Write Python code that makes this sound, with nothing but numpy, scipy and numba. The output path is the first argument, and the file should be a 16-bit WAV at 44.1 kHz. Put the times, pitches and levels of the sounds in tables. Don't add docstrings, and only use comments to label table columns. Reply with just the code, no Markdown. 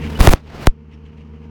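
import sys
import numpy as np
from scipy import signal
from scipy.fft import rfft, irfft
from scipy.io import wavfile
from numba import njit

SR = 44100
rng = np.random.default_rng(int(sys.argv[2]) if len(sys.argv) > 2 else 0)


def persist_wave(psi):
    counts = np.round(np.clip(psi, -1, 1) * 32767).astype(np.int16)
    wavfile.write(sys.argv[1], SR, np.atleast_2d(counts).T)


N = 66150
TIME_S = np.arange(N) / SR

# freq_hz, relative_density_db
RUSTLE_SPECTRUM = [(25, -16), (60, 10), (130, 4), (280, 0.5), (480, -3), (600, -12), (1000, -9),
                   (1700, -17), (3000, -16), (3500, -29), (6000, -32), (8000, -46.5), (16000, -55)]
# time_s, relative_db
RUSTLE_CURVE = [(0, 7), (.18, -2), (.45, 1.5), (.78, 2), (.88, 2.5), (.96, 4.5), (1.5, 2.5)]
# time_s, rate_hz
FIRING_CURVE = [(0, 77.2), (.5, 76.88), (.9, 76.18), (1.2, 77.22), (1.5, 77.85)]
# firing_multiple, level_db
EXHAUST_ORDERS = [(1, -28.5), (2, -32.5), (3, -37.5), (3.25, -42.5), (4, -54.5), (4.25, -52.5), (5, -51),
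                  (6, -42.5), (8.5, -72), (12, -55.5)]
# drive_multiple, level_db
DRIVE_ORDERS = [(1, -36), (2, -48.5)]
# centre_s, level_db, sigma_s
BALER_RATTLES = [(0.048, -33.5, 0.03), (0.38, -39.5, 0.006), (0.478, -38, 0.017), (0.934, -37, 0.017),
                 (1.062, -37, 0.0071), (1.09, -45, .015), (1.13, -44.5, 0.0042), (1.18, -39, 0.0071),
                 (1.211, -41, 0.014), (1.345, -48, 0.0033), (1.437, -47, 0.015)]
# freq_hz, relative_density_db
RATTLE_SPECTRUM = [(300, 9.5), (1000, -33), (1800, -1.5), (2900, 2), (3600, -11.5), (6000, -19),
                   (8500, -29), (16000, -48)]
# centre_s, pitch_hz, level_db, sigma_s
BALER_SQUEAKS = [(0.046, 2301, -39, 0.0033), (0.161, 2920, -35.5, 0.008), (0.944, 5530, -47.5, 0.0067)]
# time_s, strength_db
WIND_CURVE = [(0, -44), (.13, -33), (.188, -32), (.206, -17.5), (.217, -14), (.25, -13.5), (.275, -10),
              (.305, -4.5), (.331, -7.5), (.348, -19.5), (.385, -29), (.41, -36.5), (.455, -38),
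              (.485, -29.5), (.535, -27), (.545, -25), (.63, -20), (.655, -19.5), (.669, -15), (.682, -30),
              (.75, -55.5)]
# freq_hz, relative_density_db
RUSH_SPECTRUM = [(30, -1.5), (150, -1.5), (400, -5.5), (1000, -11), (2500, -17.5), (5000, -25.5),
                 (9000, -41), (17000, -48.5)]
# time_s, level_db
HISS_CURVE = [(0, -60), (.13, -53.5), (.188, -51), (.204, -27), (.217, -25), (.25, -23.5), (.275, -23.5),
              (.305, -14), (.33, -11), (.348, -33.5), (.37, -62), (.46, -93), (.55, -55.5), (.63, -39),
              (.655, -44), (.669, -20), (.682, -88)]
# centre_s, peak_db, sigma_s
AIR_THUDS = [(0.212, 3.5, 0.0033), (0.493, -26, .003), (.624, -12, .0006), (0.67, -9, .001),
             (1.04, -30, .004)]
# start_s, crack_db, sweep_s, polarity (push 1, pull -1)
WIND_POPS = [(0.2059, -2.5, 0.017, 1), (0.2123, 0.5, 0.0035, 1), (0.2727, 9, 0.007, -1),
             (0.2754, 7.5, .036, -1), (0.2896, 7.5, 0.029, -1), (.3290, 3.5, 0.0055, 1),
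             (0.3348, 9, 0.013, -1), (0.6701, 9.5, 0.038, 1), (0.6768, -8, 0.0026, 1)]


def from_db(db):
    return 10 ** (np.asarray(db) / 20)


def curve(rows):
    return np.interp(TIME_S, *np.transpose(rows))


def bell(centre_s, sigma_s):
    return np.exp(-.5 * ((TIME_S - centre_s) / sigma_s) ** 2)


def noise(gain_at):
    hz = np.arange(N // 2 + 1) * SR / N + 1e-6
    x = irfft(rfft(rng.standard_normal(N)) * gain_at(hz) * hz / np.hypot(hz, 10), N)
    return x / np.sqrt(np.mean(x ** 2) + 1e-20)


def coloured(spectrum):
    hz, db = np.transpose(spectrum)
    return noise(lambda f: from_db(np.interp(np.log(f), np.log(hz), db)))


def drift(corner_hz):
    return noise(lambda f: 1 / (1 + (f / corner_hz) ** 2))


def rustle(firings, base_db=-40, flicker_db=.93, throb_depth=.1):
    throb = 1 + throb_depth * np.cos(2 * np.pi * firings)
    level_db = base_db + curve(RUSTLE_CURVE) + flicker_db * drift(40)
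    return from_db(level_db) * throb * coloured(RUSTLE_SPECTRUM)


def tractor(firings, drive_per_firing=2.825, waver_db=1.4):
    orders = list(EXHAUST_ORDERS) + [(k * drive_per_firing, db) for k, db in DRIVE_ORDERS]
    tones = (from_db(db - waver_db * drift(11)) * np.sin(2 * np.pi * k * firings) for k, db in orders)
    return -np.sqrt(2) * sum(tones)


def baler(grain_db=1.9, squeak_width_ratio=.017):
    envelope = sum(from_db(db) * bell(centre_s, sigma_s) for centre_s, db, sigma_s in BALER_RATTLES)
    out = envelope * coloured(RATTLE_SPECTRUM) * from_db(grain_db * drift(210))
    for centre_s, pitch_hz, db, sigma_s in BALER_SQUEAKS:
        squeak = noise(lambda f: 1 / (1 + ((f / pitch_hz - 1) / squeak_width_ratio) ** 2))
        out += from_db(db) * bell(centre_s, sigma_s) * squeak
    return out


def wind(flutter_db=2, hiss_peak_hz=7000, buffet_hz=80.9, buffet_growth=1.6):
    strength_db = curve(WIND_CURVE)
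    flutter = from_db(flutter_db * drift(85))
    rush = from_db(strength_db + .5) * coloured(RUSH_SPECTRUM)
    hiss = from_db(curve(HISS_CURVE)) * noise(lambda f: f / (f * f + hiss_peak_hz ** 2))
    buffet = from_db(buffet_growth * strength_db + 8) * drift(buffet_hz)
    return buffet + flutter * (rush + hiss)


def thuds():
    return sum(from_db(db) * np.sqrt(np.e) * (centre_s - TIME_S) / sigma_s * bell(centre_s, sigma_s)
               for centre_s, db, sigma_s in AIR_THUDS)


def pops(top_hz=12400, linger_cycles=.83, linger_s=.0021, heave_db=5.5, heave_hz=151):
    out = np.zeros(N)
    for start_s, crack_db, sweep_s, polarity in WIND_POPS:
        age_s = np.maximum(TIME_S - start_s, 1e-7)
        sweep_cycles = .5 * np.sqrt(sweep_s / age_s)
        sweep_hz = sweep_cycles / (2 * age_s)
        cycles = sweep_cycles + linger_cycles * np.exp(-(age_s / linger_s) ** 2)
        envelope = np.exp(-.5 * (sweep_hz / top_hz) ** 2 - (age_s / sweep_s) ** 4)
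        gain = from_db(crack_db + heave_db / (1 + sweep_hz / heave_hz))
        out += polarity * gain * envelope * np.sin(2 * np.pi * cycles)
    return out


def scene():
    firing_hz = curve(FIRING_CURVE)
    jitter_s = .00006 * drift(20)
    firings = np.cumsum(firing_hz) / SR + firing_hz * jitter_s
    return (tractor(firings) + rustle(firings) + baler() + wind() + pops() + thuds())[None]


@njit
def gain_control(x, soft_limit=.8, max_duck_db_per_s=431, recover_db_per_s=7):
    out, gain_db = np.zeros(len(x)), 0.
    for i in range(len(x)):
        out[i] = x[i] * 10 ** (gain_db / 20)
        overload = (out[i] / soft_limit) ** 8
        duck_db_per_s = max_duck_db_per_s * overload / (1 + overload)
        gain_db = min(0., gain_db + (recover_db_per_s - duck_db_per_s) / SR)
    return out


def record(dry):
    ceiling, stopband_hz = .99, 18400
    ducked = gain_control(dry[0])
    clipped = ducked / (1 + (ducked / ceiling) ** 4) ** (1 / 4)
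    lowpass = signal.cheby2(14, 60, stopband_hz, fs=SR, output="sos")
    return signal.sosfilt(lowpass, clipped)[None]


dry = scene()
out = record(dry)
persist_wave(out)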